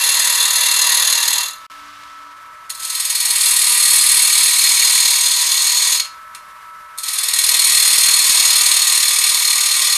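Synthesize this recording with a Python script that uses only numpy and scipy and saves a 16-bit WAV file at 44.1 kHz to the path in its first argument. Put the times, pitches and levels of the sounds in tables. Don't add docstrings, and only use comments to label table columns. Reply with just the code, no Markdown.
import sys
import numpy as np
from scipy import signal
from scipy.fft import rfft, irfft
from scipy.io import wavfile
from scipy.ndimage import uniform_filter1d, map_coordinates

SR = 44100
rng = np.random.default_rng(int(sys.argv[2]) if len(sys.argv) > 2 else 0)


def transcribe(signal):
    frames = np.atleast_2d(signal).T
    limited = np.clip(frames, -1, 1)
    pcm = np.round(limited * 32767).astype(np.int16)
    wavfile.write(sys.argv[1], SR, pcm)


N = 439672

# (time_s, turns_per_s)
MOTOR_SPEED = [(0, 48.6), (.8, 48.8), (1.3, 49.3), (1.55, 50.5), (2.85, 50.5), (3.15, 49.6), (3.5, 48.5),
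               (3.8, 47.8), (4.4, 48.3), (5.5, 49.3), (5.9, 49.8), (6.08, 50.5), (7, 50.5), (7.3, 49.6),
               (7.9, 48.4), (8.5, 48.2), (9.2, 48), (9.97, 47.7)]


def undb(db):
    return 10 ** (np.asarray(db) / 20)


def curve(rows, **ends):
    s, *columns = np.transpose(rows)
    return [np.interp(np.arange(N) / SR, s, column, **ends) for column in columns]


def unit(x):
    return x / np.sqrt(np.mean(x ** 2))


def ring(x, hz, width):
    return signal.lfilter(*signal.iirpeak(hz, hz / width, fs=SR), x)


def walk(rate):
    hold = int(SR / rate)
    steps = np.repeat(rng.standard_normal(N // hold + 1), hold)
    return 1.24 * uniform_filter1d(uniform_filter1d(steps, hold), hold)[:N]


def swell(start, end, db, rise_db, fall_db):
    t = np.arange(N) / SR
    return undb(db - rise_db * np.maximum(start - t, 0) - fall_db * np.maximum(t - end, 0))


def level_power(x):
    return x / np.sqrt(uniform_filter1d(x ** 2, size=SR // 4))


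def grip():
    regrip_s = [2.2, 6.5]
    return np.searchsorted(regrip_s, np.arange(N) / SR)


def cut():
    # (time_s, effort_db, end_grain_bite_db, treble_lift_db, one_half_bite_db)
    passes = [
        [(0, -20, 2.5, 2, -1), (.5, -20.5, 3.5, .5, -1), (.9, -19, 3.5, 0, -0.5), (1.15, -20, 4, -1.5, -1),
         (1.3, -21, 5, -0.5, -2), (1.4, -22, 5, -3, -1.5), (1.47, -29, 5, -3, -1.5), (1.6, -57, 8, 0, -1)],
        [(2.69, -61, 2, 0, 1), (2.72, -41, 2, -2, 3), (2.78, -39, 2.5, -2, 2), (2.85, -30, 2, 0, 1),
         (3, -26.5, 1.5, 1, 3.5), (3.15, -24.5, 1.5, 1.5, 3.5), (3.4, -21.5, 1.5, 4.5, 1.5),
         (4, -19.5, 2.5, 6, -0.5), (4.5, -19, 2, 2, -1), (4.95, -17.5, 2.5, -2.5, -0.5), (5.4, -20, 2, -4, -1),
         (5.955, -19, 2.5, -5, -1), (5.99, -30, 2.5, -6, -0.5), (6.08, -64, 0, -6, 1)],
        [(6.97, -57, 1, 0, 1.5), (7.05, -29, 2, -1, 3), (7.13, -26.5, 2, 1.5, 2), (7.25, -24.5, 2.5, 1.5, 3),
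         (7.5, -19.5, 3, 2, 1.5), (7.9, -18, 3, 2, -1), (8.4, -17, 3, -1, -1), (8.8, -18.5, 3.5, -0.5, -1.5),
         (9.4, -20, 2.5, -1, -0.5), (9.97, -19.5, 3, -2.5, -1)],
    ]
    full_cut_db, light_span_db = -19, 12
    effort = sum(undb(curve(rows, left=-150., right=-150.)[0]) for rows in passes)
    effort_db, *controls = curve(np.vstack(passes))
    return effort, np.clip(full_cut_db - effort_db, 0, light_span_db), *controls


def turns():
    # (time_s, blank_angle_turns)
    setting = [(.75, .58), (4.5, .18), (8.5, .775)]
    belt_ratio = 2.524
    spun = np.cumsum(curve(MOTOR_SPEED)[0]) / SR / belt_ratio
    offset = np.array([angle - spun[int(s * SR)] for s, angle in setting])
    return spun + offset[grip()]


def grain():
    half_offset_turns = .5
    _, _, bite_db, _, round_db = cut()
    turn = turns()
    side = 2 * np.pi * (turn - half_offset_turns) + 0.24
    half = 4 * np.pi * turn + 0.71
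    catch = uniform_filter1d(np.exp(-((2 * turn - .75) % 1) / 0.1), size=70)
    twice_a_turn = np.cos(half) + 0.36 * np.cos(2 * half + 2.22) + .95 * catch
    once_a_turn = np.cos(side) + 0.26 * np.cos(2 * side + .8) + 0.16 * np.cos(3 * side + 1.4)
    return 1.36 * (bite_db * twice_a_turn + round_db * once_a_turn)


def touches():
    # (time_s, peak_db, decay_to_minus_60_db_s, low_range_lift_db, high_range_lift_db)
    contacts = [(2.696, -32, .03, -1, 2), (2.702, -24, 0.04, -1, 2), (2.832, -33, .05, -1, 1),
                (5.998, -12, 0.045, -5, -9), (6.0494, -37, 0.1, 10, -4), (6.348, -37, .07, 10, 0.5),
                (6.977, -34, .03, -6, 6), (6.985, -30, 0.08, -6, 6)]
    out, t = np.zeros((3, N)), np.arange(N) / SR
    for s, db, t60, low_db, high_db in contacts:
        fade_s = np.where(t < s, .004, t60)
        envelope = undb(db - 60 * np.abs(t - s) / fade_s)
        out += undb([[low_db], [0], [high_db]]) * envelope
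    return out


def chatter(bite_db):
    song_hz = 4247
    gate = level_power(undb(2.43 * uniform_filter1d(bite_db, size=130) + 1.5 * walk(11)))
    phase = 2 * np.pi * np.cumsum(song_hz + 32 * walk(90)) / SR
    return np.sqrt(2) * gate * np.sin(phase)


def gouge():
    # (centre_hz, width_hz, pass_1_db, pass_2_db, pass_3_db)
    ring_bank = [
        [(3498, 60, -6, -11, -11), (3634, 47, -10, -10, -10), (3865, 30, -3, -30, -18),
         (4204, 35, -4, -18, -9.5), (4246, 25, 0, 0.5, -0.5), (4400, 87, -20, -11.5, -18.5),
         (4860, 40, -25, -26, -27), (4953, 36, -7, -8, -9.5), (5220, 67, -24, -12.5, -13),
         (5524, 115, -28, -17, -14), (4040, 1880, -11, -12.5, -14.5)],
        [(487.5, 20, 0, 2, 0), (618, 490, 0, -7, 0)],
        [(986, 56, 2, 4, -2), (1070.5, 21, -2, 1, 3.5), (1118, 340, -5, -4, -3)],
        [(1775, 136, -6, -15.5, -28), (1903.5, 32, -3.5, 0, -1), (2026, 36, -7, -6.5, -5.5),
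         (2242, 67, -18, -4.5, -4), (2332, 120, -24, -5, -7), (2556, 30, -15, -1.5, 0.5),
         (2728, 29, 1.5, 0.5, -2), (2206, 1360, -13, -6.5, -7.5)],
        [(6460, 50, 0, -1, -25), (6545, 80, -2, -26, -31), (6620, 33, -22, -9, -5), (6766, 48, -7, 2.5, 0.5),
         (6632, 890, 0, -1, -3.5)],
        [(7676, 67, 0, -7, -7.5), (8160, 50, -13, -4.5, -11), (8264, 90, -14, 0, -4), (8600, 55, -23, -25, -23),
         (8700, 50, -25, -12, -21), (9140, 42, -7, -9, -6), (9460, 58, 1, -8, -1), (9530, 78, -15, -10, -1.5),
         (9840, 56, -10, -25, -9), (8790, 2250, -8, -3, -9.5)],
        [(10230, 104, -0.5, -10.5, -11), (10400, 210, -8, -6, -9), (10600, 54, -10, 1, 0),
         (10820, 91, -25, -7, -6), (11250, 70, -9, -7.5, 0), (11600, 65, -7, -24, -1),
         (10940, 1530, -11, -14.5, -4)],
        [(12200, 100, -3, -28, -25), (12900, 130, -20, -12, -8), (14000, 320, -23, -7, -9),
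         (12380, 1900, 0, -2, -2)],
    ]
    # (pass_1_db, pass_2_db, pass_3_db, treble_lift_share, light_gain_db)
    shares = [(0, 0, 0, 0.074, 0.019), (-26, -32.5, -30, 0.19, .01), (-12.5, -18, -18, -0.14, 0.11),
              (-6.5, -9, -8, .3, 0), (-1.5, -2.5, -3, -0.23, 0), (-3, 1.5, 1.5, 0.48, 0.063),
              (-1.5, -3, -6, 1.01, .01), (-8, -6.5, -7, .3, 0.33)]
    grain_share = [0.75, 0.66, 0.18, 0.48, 0.77, 1.01, 1.08, 0.77]
    range_edges_hz = [3000, 7500]
    # (level_db), one for each pass
    chatter_db = [-11.5, -7.5, -5]
    chatter_light = -.3
    tick_db = -3
    crowd_hz = 200

    effort, light_db, _, lift_db, _ = cut()
    now = grip()
    breaks = unit(rng.standard_normal(N) * undb(1.39 * rng.exponential(size=N)))
    bite_db = grain() + .5 * walk(14) + 0.78 * walk(150)
    taps = touches()

    song_drive = effort * undb(chatter_light * light_db) + taps[1]
    out = song_drive * undb(chatter_db)[now] * chatter(bite_db)
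    out = out + undb(tick_db) * taps[0] * ring(breaks, 4000, 6500)

    for rings, (*share_db, lifts, lightens), follow in zip(ring_bank, shares, grain_share):
        bite = level_power(undb(follow * bite_db + 0.42 * walk(25)))
        tone = undb(lifts * lift_db + lightens * light_db)
        tap = taps[np.searchsorted(range_edges_hz, rings[-1][0])]
        push = undb(share_db)[now] * (effort * bite * tone + tap)
        power = sum(undb(db) ** 2 * width * np.pi / SR / (1 + (width > crowd_hz)) for _, width, *db in rings)
        for hz, width, *db in rings:
            ring_gain = (undb(db) / np.sqrt(power))[now]
            own_breaks = np.roll(breaks, rng.integers(N))
            rung = ring(push * ring_gain * own_breaks, hz, width)
            out = out + (ring(rung, hz, width) if width > crowd_hz else rung)
    return out


def room(x, t60, treble_t60, wet_db):
    t = np.arange(SR // 2) / SR
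    noise = rng.standard_normal(len(t))
    low = signal.sosfilt(signal.butter(2, 6000, fs=SR, output="sos"), noise)
    tail = low * undb(-60 * t / t60) + (noise - low) * undb(-60 * t / treble_t60)
    tail = tail * (t > .004)
    return x + undb(wet_db) * signal.fftconvolve(x, tail / np.sqrt(np.sum(tail ** 2)))[:N]


def motor():
    whine = [(22, -56), (23, -65.5), (24, -74.5), (25, -61), (26, -59), (27, -65.5), (29, -57), (30, -57),
             (33, -67), (34, -57), (43, -59)]
    # (centre_hz, width_hz, gain_db)
    housing = [(1311, 18, 18.5), (1251, 13.5, 10), (1194, 26, 21)]
    load_db_per_hz = 1
    shaft_hz, out = curve(MOTOR_SPEED)[0], 0
    angle = 2 * np.pi * np.cumsum(shaft_hz) / SR
    load_db = load_db_per_hz * (shaft_hz.max() - shaft_hz)
    for multiple, db in whine:
        lift = 1
        for hz, width, top_db in housing:
            lift = lift + undb(top_db) / (1 + (2 * (multiple * shaft_hz - hz) / width) ** 2)
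        level = np.sqrt(2) * undb(db + load_db + 1.4 * walk(14))
        out = out + level * lift * np.sin(multiple * angle + 2 * np.pi * rng.random())
    return out


def idle_noise():
    # (frequency_hz, density_db)
    spectrum = [(18, -45), (30, -14), (355, -27), (612, -27), (794, -20.5), (953, -14.5), (1300, -18),
                (1410, -16), (1520, -8.5), (3230, -22), (8000, -29.5), (12500, -30), (15000, -35)]
    # (centre_hz, width_hz, level_db_rms)
    rattle = [(610, 42, -61), (970.5, 9, -51.5), (1072, 18, -53), (1189, 21, -50.5), (1960, 24, -62)]
    shop_db = -46
    hz, db = np.transpose(spectrum)
    bins_hz = np.fft.rfftfreq(N, 1 / SR)
    colour = undb(np.interp(np.log(bins_hz + 1), np.log(hz), db))
    noise = rng.standard_normal(N) * undb(1.5 * walk(60))
    out = undb(shop_db) * unit(irfft(rfft(noise) * colour, N))
    for hz, width, db in rattle:
        out += undb(db) * unit(ring(rng.standard_normal(N), hz, width))
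    return out


def hiss():
    stretches = [(0, 1.8, -58), (3, 9.97, -59)]
    hz, width_hz = 11000, 7000
    noise = ring(ring(rng.standard_normal(N), hz, width_hz), hz, width_hz)
    return sum(swell(*row, 300, 300) for row in stretches) * unit(noise)


def rustle():
    levels = [(1.6, -48), (1.72, -45.5), (2.1, -47.5), (2.4, -55), (2.7, -68)]
    crumbs = rng.standard_normal(N) * undb(2.5 * rng.exponential(size=N))
    level = undb(curve(levels, left=-150., right=-150.)[0])
    return level * unit(ring(ring(crumbs, 2800, 3000), 3200, 6000))


def hum():
    # (top_s, level_db_rms, rise_db_per_s, fall_db_per_s)
    swells = [(1.87, -55.5, 50, 47), (2.28, -58, 90, 200), (2.46, -67, 150, 60)]
    hum_hz = 290
    level = sum(swell(s, s, *shape) for s, *shape in swells)
    return np.sqrt(2) * level * np.sin(2 * np.pi * hum_hz * np.arange(N) / SR)


def knot():
    # (start_s, end_s, level_db_rms)
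    passages = [(4.2, 5.1, -31.5), (9.1, 9.8, -33.5)]
    mode_hz, width_hz, fade_db_s = 2263, 280, 50
    shake = np.sin(2 * np.pi * mode_hz * np.arange(N) / SR + 3 * walk(40))
    shake = shake + .8 * rng.standard_normal(N)
    scrape = np.exp(-((turns() - .42) % 1) / .05) * shake
    level = sum(swell(*row, fade_db_s, fade_db_s) for row in passages)
    return level * unit(ring(scrape, mode_hz, width_hz))


def scene():
    wander_s = .0002
    tool = map_coordinates(gouge(), [np.arange(N) + wander_s * SR * walk(12)], mode="mirror")
    tool = room(tool, t60=0.3, treble_t60=.22, wet_db=-6)
    shop = idle_noise() + hiss() + rustle() + hum()
    return (tool + knot() + motor() + shop)[None]


def record(dry):
    gap_s = (1.666, 1.6995)
    mic_hz, top_hz = 14100, 15120
    t = np.arange(N) / SR
    heard = signal.sosfilt(signal.butter(2, mic_hz, fs=SR, output="sos"), dry)
    knee = np.where(heard > 0, .42, .5)
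    over = np.maximum(np.abs(heard) - knee, 0)
    rounded = heard - np.sign(heard) * (over - 0.35 * np.tanh(over / 0.45))
    rounded = rounded * np.where((t > gap_s[0]) & (t < gap_s[1]), undb(-38), 1)
    rounded = signal.sosfilt(signal.butter(1, 30, "high", fs=SR, output="sos"), rounded)
    return signal.sosfilt(signal.ellip(12, .3, 95, top_hz, fs=SR, output="sos"), rounded)


dry = scene()
out = record(dry)
transcribe(out)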